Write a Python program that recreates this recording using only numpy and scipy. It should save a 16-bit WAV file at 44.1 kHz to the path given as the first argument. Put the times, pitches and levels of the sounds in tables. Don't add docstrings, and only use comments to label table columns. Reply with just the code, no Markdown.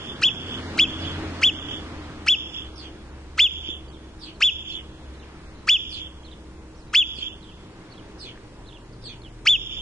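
import sys
import numpy as np
from scipy import signal
from scipy.fft import rfft, irfft
from scipy.io import wavfile
from scipy.ndimage import uniform_filter1d

SR = 44100
rng = np.random.default_rng(int(sys.argv[2]) if len(sys.argv) > 2 else 0)


def int16_out(signal):
    q = np.round(np.clip(np.atleast_2d(signal).T, -1, 1) * 32767)
    wavfile.write(sys.argv[1], SR, q.astype(np.int16))


def undo_db(level):
    steps = np.asarray(level, float) / 20
    return 10 ** steps


N = 432621
LEAD = SR // 2
LAG = 5


def evened(x):
    return x / np.sqrt(np.mean(x ** 2) + 1e-20)


def read(points, hz):
    f, value = np.transpose(points)
    return np.interp(np.log(hz + 1), np.log(f + 1), value)


def add(mix, s, sound):
    part = mix[:, LEAD + round(s * SR):][:, :sound.shape[1]]
    part += sound[:, :part.shape[1]]


def wobble(count, size):
    return evened(uniform_filter1d(uniform_filter1d(rng.standard_normal(count), size), size))


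def balance(right_db):
    return undo_db([[-right_db / 2], [right_db / 2]])


def from_right(common, own, same, right_db):
    left = same * np.roll(common, LAG) + np.sqrt(1 - same ** 2) * own
    return np.array([left, common]) * balance(right_db)


def tone(rows, size, pitch_wobble, wobble_db):
    s, hz, db = np.transpose(rows)
    t = np.arange(s[0], s[-1], 1 / SR)
    hz = uniform_filter1d(np.interp(t, s, hz), size=130)
    hz = hz * (1 + pitch_wobble * wobble(len(t), size))
    level_db = np.interp(t, s, db) + wobble_db * wobble(len(t), size)
    level = undo_db(level_db) * signal.windows.tukey(len(t), .1)
    return np.sqrt(2) * level * np.sin(2 * np.pi * np.cumsum(hz) / SR)


# freq_hz, likeness_ratio
SAME = [(60, .998), (130, 0.98), (260, 1), (560, 0.74), (1200, 1), (2500, 0.14), (5000, 0.25),
        (10000, 0.12)]


def wash(spectrum, level_db, patchy_db):
    frames, hz = N // 256 + 5, np.fft.rfftfreq(1024, 1 / SR)
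    a, b, c, d, patches = rng.standard_normal((frames, 513, 5)).T
    patches = uniform_filter1d(patches, size=10, axis=0)
    patches = evened(uniform_filter1d(patches, size=20, axis=1))
    same = np.clip(read(SAME, hz), 0, 1)[:, None]
    late = np.exp(-2j * np.pi * hz * LAG / SR)[:, None]
    right = a + 1j * b
    left = same * late * right + np.sqrt(1 - same ** 2) * (c + 1j * d)
    z = np.array([left, right]) * undo_db(read(spectrum, hz)[:, None] + patchy_db * patches)
    return undo_db(level_db) * evened(signal.istft(z, nperseg=1024, noverlap=768)[1][:, :N])


# freq_hz, density_db_per_hz
MEADOW = [(15, -38), (25, -8), (64, 5), (92, -9.5), (124, -6.5), (288, -11), (353, -8.5), (759, -21.5),
          (954, -18), (1230, -24), (1360, -24.5), (8750, -38), (11000, -47.5), (14300, -82), (22000, -120)]


def meadow():
    return wash(MEADOW, -46, patchy_db=1.0)


# freq_hz, density_db_per_hz
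VEHICLE = [(30, -33), (90, -2.5), (170, -5.5), (280, -3), (520, -10.5), (800, -13.5), (1600, -14),
           (2500, -19), (4500, -24), (9000, -39), (11000, -49.5)]
# nearest_s, half_gap_m, level_db
PASSES = [
    (1.0, 11, -35),
    (5.3, 5, -50),
    (8.0, 6, -51),
]


def road():
    traffic_db, road_m_per_s, screen_db_per_m = -60, 15, .3
    t = np.arange(0, N / SR + .1, .02)
    power = undo_db(2 * traffic_db)
    for s, gap, db in PASSES:
        metres = np.hypot(gap, road_m_per_s * (t - s))
        power = power + (undo_db(db - screen_db_per_m * (metres - gap)) * gap / metres) ** 2
    level_db = np.interp(np.arange(N) / SR, t, 10 * np.log10(power))
    return wash(VEHICLE, level_db, patchy_db=1.1)


# time_s, pitch_hz, level_db
ENGINE = [(0.0, 94, -45.5), (0.06, 87.7, -50), (0.68, 88.6, -40), (0.86, 74.5, -47), (1.05, 86.7, -37.5),
          (2.19, 80.3, -47), (2.57, 63.8, -44), (3.56, 71.5, -44.5), (4.2, 62.5, -49.5),
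          (4.31, 70.24, -48.5), (7.53, 59.84, -49), (7.7, 70.8, -51.5)]
# start_s, length_s, first_hz, last_hz, level_db
DRONES = [
    (0, 1.9, 240, 287, -43),
    (.7, 2.0, 322, 292, -40),
    (-.5, 10.9, 318.8, 315.8, -52),
    (7.75, 2.2, 115, 118, -50),
    (8.2, 1.75, 41, 39.5, -47),
]
# loudest_share_of_length, start_db, end_db
SWELLS = [(0.49, -10, -10), (0.18, -5.5, -16.5), (.1, 1, -7.5), (0.99, -8, 1.5), (.8, -13, 5)]


def hums(mix):
    lines = [ENGINE]
    for (s, length, first_hz, last_hz, db), (share, start_db, end_db) in zip(DRONES, SWELLS):
        share = np.clip(share, .02, .98)
        loudest = (s + share * length, first_hz + share * (last_hz - first_hz), db)
        lines.append([(s, first_hz, db + start_db), loudest, (s + length, last_hz, db + end_db)])
    for rows in lines:
        line = tone(rows, size=3000, pitch_wobble=0.978 / rows[0][1], wobble_db=2.4)
        add(mix, rows[0][0], np.tile(line, (2, 1)))


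# start_s, level_db, pitch_hz, t60_s
KNOCKS = [
    (3.6882, -26, 341, 0.026),
    (7.186, -27.5, 307, 0.013),
    (8.357, -41, 1710, 0.011),
    (8.376, -35.5, 1810, 0.0069),
]


def knocks(mix):
    t = np.arange(2000) / SR
    for s, db, hz, t60 in KNOCKS:
        add(mix, s, np.tile(undo_db(db - 60 * t / t60) * np.sin(2 * np.pi * hz * t), (2, 1)))


def scattered(x, t60, wet_db, right_db):
    t = np.arange(SR // 6) / SR
    decay = undo_db(-60 * t / t60) * undo_db(wet_db - 10 * np.log10(t60 * SR / 14))
    a, b = rng.standard_normal((2, len(t))) * decay
    a[0] += 1
    b[0] += 1
    if right_db > 2:
        tail = from_right(a, b, 0.49, right_db)
    else:
        tail = np.array([a, 1.28 * a + .5 * b]) * balance(right_db)
    return signal.fftconvolve(x[None], tail, axes=1)


# after_start_s, pitch_hz, level_db
HOARSE = [(0, 4600, -16), (.018, 5447, -10), (0.036, 4560, -1.5), (.06, 4300, 1.5), (0.069, 3913, -4),
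          (0.075, 3404, -1.5), (.1, 3250, -2), (0.121, 3047, -7), (0.139, 2770, -17)]
# start_s, level_db, pitch_ratio
HOARSE_AT = [
    (.97, -50.5, 1.06),
    (2.747, -48.5, 1.03),
    (4.184, -48, 1),
    (4.68, -52.5, 0.91),
    (5.884, -46.5, 1.02),
    (7.132, -48, .99),
    (8.173, -46.5, 1.01),
    (9.01, -47.5, 0.99),
]


def hoarse_sparrow(mix):
    voices = [(1, 0.0), (.76, -8.5), (1.85, -19.5)]  # pitch_ratio, level_db
    for s, db, factor in HOARSE_AT:
        rows = np.array(HOARSE) * [1, factor, 1] + [0, 0, db]
        chirp = 0
        for ratio, voice_db in voices:
            voice = tone(rows * [1, ratio, 1], size=60, pitch_wobble=.04, wobble_db=5.5)
            chirp = chirp + undo_db(voice_db) * voice
        add(mix, s, undo_db(-1.5) * scattered(chirp, t60=0.2, wet_db=3.5, right_db=2.5))


def note(s, length, top_hz, foot_hz, db, top_at):
    ends_db, top_db = -5, -3.5
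    half_drop = 0.57
    first_hz = foot_hz if top_at > .1 else top_hz
    halfway = (s + (1 + top_at) / 2 * length, top_hz - half_drop * (top_hz - foot_hz), db)
    return [(s, first_hz, db + ends_db), (s + top_at * length, top_hz, db + top_db), halfway,
            (s + length, foot_hz, db + ends_db)]


# start_s, length_s, top_hz, foot_hz, level_db
ARCHES = [(1.987, .035, 4700, 3600, -58), (2.023, 0.051, 4040, 2900, -58), (3.878, 0.034, 4570, 4200, -56),
          (3.912, 0.066, 3930, 2910, -56.5), (4.337, .035, 4600, 3900, -62),
          (6.231, 0.067, 4400, 2890, -53), (6.31, 0.031, 4160, 2780, -51), (6.743, 0.094, 6100, 3950, -63),
          (6.87, 0.037, 4560, 3650, -61), (7.407, 0.052, 4300, 3000, -55), (7.462, 0.066, 3440, 2590, -54),
          (7.901, 0.038, 4620, 3900, -53.5), (7.939, 0.068, 3990, 2790, -56.5),
          (8.655, 0.062, 4400, 2990, -52), (8.722, 0.056, 3700, 2720, -52)]
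# start_s, length_s, top_hz, foot_hz, level_db
SLIDES = [
    (5.137, 0.044, 4150, 4100, -65),
    (5.19, 0.057, 4180, 2333, -55),
    (5.51, .15, 4170, 4020, -70),
    (8.8, .015, 5560, 4200, -67),
    (8.927, .02, 5330, 3770, -61),
    (9.215, 0.07, 4220, 2560, -54),
]


def clear_sparrow(mix):
    arches = [note(*row, top_at=0.28) for row in ARCHES]
    slides = [note(*row, top_at=0.051) for row in SLIDES]
    for rows in arches + slides:
        chirp = tone(rows, size=90, pitch_wobble=0.022, wobble_db=4.5)
        add(mix, rows[0][0], undo_db(-5) * scattered(chirp, t60=0.22, wet_db=-5, right_db=1.46))


def scatter(t):
    grass_t60, grass_fills_s = .13, .006
    field_t60, field_ends_s = 1.02, 0.37
    slope_s, slope_deep_s, valley_t60 = 0.27, 0.037, 3.46
    grass = undo_db(-17 - 60 * t / grass_t60) * np.minimum(t / grass_fills_s, 1)
    field = undo_db(-24 - 60 * t / field_t60) / (1 + np.exp((t - field_ends_s) / .015))
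    facing = undo_db(-32) * np.exp(-.5 * ((t - slope_s) / slope_deep_s) ** 2)
    valley = undo_db(-49.5 - 60 * t / valley_t60)
    return np.sqrt(grass ** 2 + field ** 2 + facing ** 2 + valley ** 2)


# freq_hz, gain_db
ECHO_COLOUR = [(500, 1.5), (2100, -13), (3300, 4), (4300, -6.5), (5600, 0), (7000, 4), (11000, -31)]


def slope(steady):
    t = np.arange(steady.shape[1]) / SR
    colour = undo_db(read(ECHO_COLOUR, np.fft.rfftfreq(len(t), 1 / SR)))
    stirred = 0.82 * steady + 0.76 * rng.standard_normal(steady.shape)
    a, b = irfft(rfft(stirred) * colour, len(t))
    near = np.exp(-t / 0.021)
    around = np.array([a, .2 * a + .95 * b])
    pair = near * around + (1 - near) * from_right(a, b, same=.75, right_db=4.5)
    return pair * scatter(t) * undo_db(3.2 * wobble(len(t), size=200) - 28.5)


RISE_S = .047


def whistle_pitch(place, top_hz):
    rest_hz, foot_hz, end_hz = 1274, 1083, 2626
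    rising = place < 1
    depth_hz = top_hz - np.where(rising, foot_hz, end_hz)
    power = np.where(rising, 2.25, 2.1)
    hz = top_hz * .993 - depth_hz * abs(place - 1) ** power
    return uniform_filter1d(np.clip(hz, np.where(place > 1, end_hz - 60, rest_hz), None), size=200)


# freq_hz, gain_db
MOUTH = [(1250, -17), (2000, -11), (2350, -1.5), (2900, 1.5), (3500, -1.5), (5300, 1), (6000, -17.5),
         (7000, -13.5)]
OVERTONES_DB = [1.5, -5, -25]
OVERTONE_FADE_DB_PER_S = [1.5, 169, 205]


def whistle(fall, top_hz, db):
    attack_s, release_db_per_s, sag_db, whistle_db = 0.0047, 2999, -11, 4.5
    brightest_s, brighten_db_per_s = .014, 1100
    breath_db, breath_fade_db_per_s, breath_leads_s = -20.5, 190, .003
    rasp_db, rasp_fade_db_per_s = -10, 380

    t = np.arange(-.2 * RISE_S, RISE_S + fall + .012, 1 / SR)
    place = np.where(t < RISE_S, t / RISE_S, 1 + (t - RISE_S) / fall)
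    falling = np.clip(place - 1, 0, 1)
    effort_db = db + whistle_db + 20 * np.minimum(t, 0) / attack_s + sag_db * falling ** 2
    effort_db = effort_db - release_db_per_s * np.maximum(t - RISE_S - fall, 0)

    hz = whistle_pitch(place, top_hz)
    jitter = 0.0036 + 0.045 * np.clip(.6 - place, 0, 1)
    phase = 2 * np.pi * np.cumsum(hz * (1 + jitter * wobble(len(t), size=50))) / SR

    band = signal.butter(3, [2000, 7300], "band", fs=SR)
    breath = evened(signal.lfilter(*band, rng.standard_normal(len(t))))
    breath_level_db = breath_db - breath_fade_db_per_s * abs(t - brightest_s)
    breath_level_db = breath_level_db - 20 * np.clip(t, -breath_leads_s, 0) / attack_s
    call = undo_db(breath_level_db) * breath

    rasp = 1 + undo_db(rasp_db - rasp_fade_db_per_s * np.maximum(t, 0)) * wobble(len(t), size=28)
    for k, (start_db, fade_db) in enumerate(zip(OVERTONES_DB, OVERTONE_FADE_DB_PER_S), 1):
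        level_db = start_db - fade_db * t + read(MOUTH, k * hz) + 1.1 * k * wobble(len(t), size=70)
        level_db = level_db - (k > 1) * brighten_db_per_s * np.maximum(brightest_s - t, 0)
        level_db = level_db + .5 * (k - 1) * sag_db * falling
        call = call + np.sqrt(2) * np.sin(k * phase) * undo_db(level_db) * rasp
    return undo_db(effort_db) * call


# start_s, fall_s, top_hz, level_db
WHISTLES = [
    (0, 0.057, 3520, -21),
    (.2194, 0.026, 3478, -17.5),
    (.7786, 0.029, 3466, -17),
    (1.4199, 0.034, 3503, -17),
    (2.268, 0.037, 3484, -17),
    (3.3811, .046, 3532, -16),
    (4.4097, .044, 3514, -17),
    (5.6769, .045, 3508, -16.5),
    (6.9362, 0.048, 3507, -16),
    (9.4591, 0.057, 3560, -15.5),
]


def marmot(mix):
    earlier_s = .23
    steady = rng.standard_normal((2, int(.7 * SR)))
    for k, (s, *rest) in enumerate(WHISTLES):
        call = whistle(*rest)[None]
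        s = s - .2 * RISE_S - earlier_s * (k == 0)
        add(mix, s, np.vstack([call, np.roll(call, 1)]) * undo_db([[.4], [-.6]]))
        add(mix, s, signal.fftconvolve(call, slope(steady), axes=1))


def scene():
    mix = np.zeros((2, LEAD + N))
    for source in (marmot, hoarse_sparrow, clear_sparrow, knocks, hums):
        source(mix)
    return mix[:, LEAD:] + meadow() + road()


def ducked(dry):
    recovery_db_per_s, split_hz, bass_duck = 15.0, 480, .35
    power_db = 10 * np.log10(abs(uniform_filter1d((dry ** 2).mean(0), size=800)) + 1e-12)
    recovery_db = np.arange(N) * recovery_db_per_s / SR
    wanted_db = np.clip(power_db + 29, 0, 4.5)
    duck_db = np.maximum.accumulate(wanted_db + recovery_db) - recovery_db
    duck_db = uniform_filter1d(duck_db, size=200)
    bass = signal.filtfilt(*signal.butter(2, split_hz, fs=SR), dry)
    return (dry - bass) / undo_db(duck_db) + bass / undo_db(bass_duck * duck_db)


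# above_hz, reach_db
MASKING = [(300, -14), (1500, -27.5), (1900, -45), (9000, -70)]
# freq_hz, threshold_sigma
DROPOUT = [(2000, 2.1), (4000, 1.8), (5200, 1.5), (6000, 2), (7300, 2), (7900, .2), (8600, 2.1),
           (10500, 1.5)]


def starved(x):
    bands_count, wide, edge_hz = 64, 8, 10950
    hz, _, z = signal.stft(x, SR, nperseg=1024, noverlap=768)
    z = z[:, :-1]
    bands = (abs(z) ** 2).mean(0).reshape(bands_count, wide, -1).mean(1)
    centre = hz[wide // 2::wide, None]
    above = centre - centre.T
    spread_db = np.where(above > 0, read(MASKING, abs(above)), -100)
    first = abs(centre - 8450) < 1150
    spread_db = np.maximum(spread_db, np.where(first, -44, -100))
    held = uniform_filter1d(bands, size=9, axis=1)
    limit = (undo_db(2 * spread_db) * (centre.T > 2000)) @ held
    luck = uniform_filter1d(rng.standard_normal(bands.shape), size=9, axis=1)
    luck = evened(uniform_filter1d(luck, size=7, axis=1))
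    lost = (held < limit * undo_db(4 * luck)) | (luck > read(DROPOUT, centre))
    keep = np.where(lost & (centre > 1700), .07, 1)
    noise = rng.standard_normal((*z.shape, 2)) @ [1, 1j]
    grain = undo_db(-16) * np.sqrt(bands / 2).repeat(wide, 0) * noise
    kept = (z + grain) * keep.repeat(wide, 0) * (hz[:-1] < edge_hz)[:, None]
    return signal.istft(kept, SR, nperseg=1024, noverlap=768, nfft=1024)[1][:, :N]


def band_limit(x):
    return signal.sosfilt(signal.butter(12, 11420, fs=SR, output="sos"), x)


def record(dry):
    mix = starved(undo_db(1.49) * ducked(dry))
    return band_limit(mix)


dry = scene()
out = record(dry)
int16_out(out)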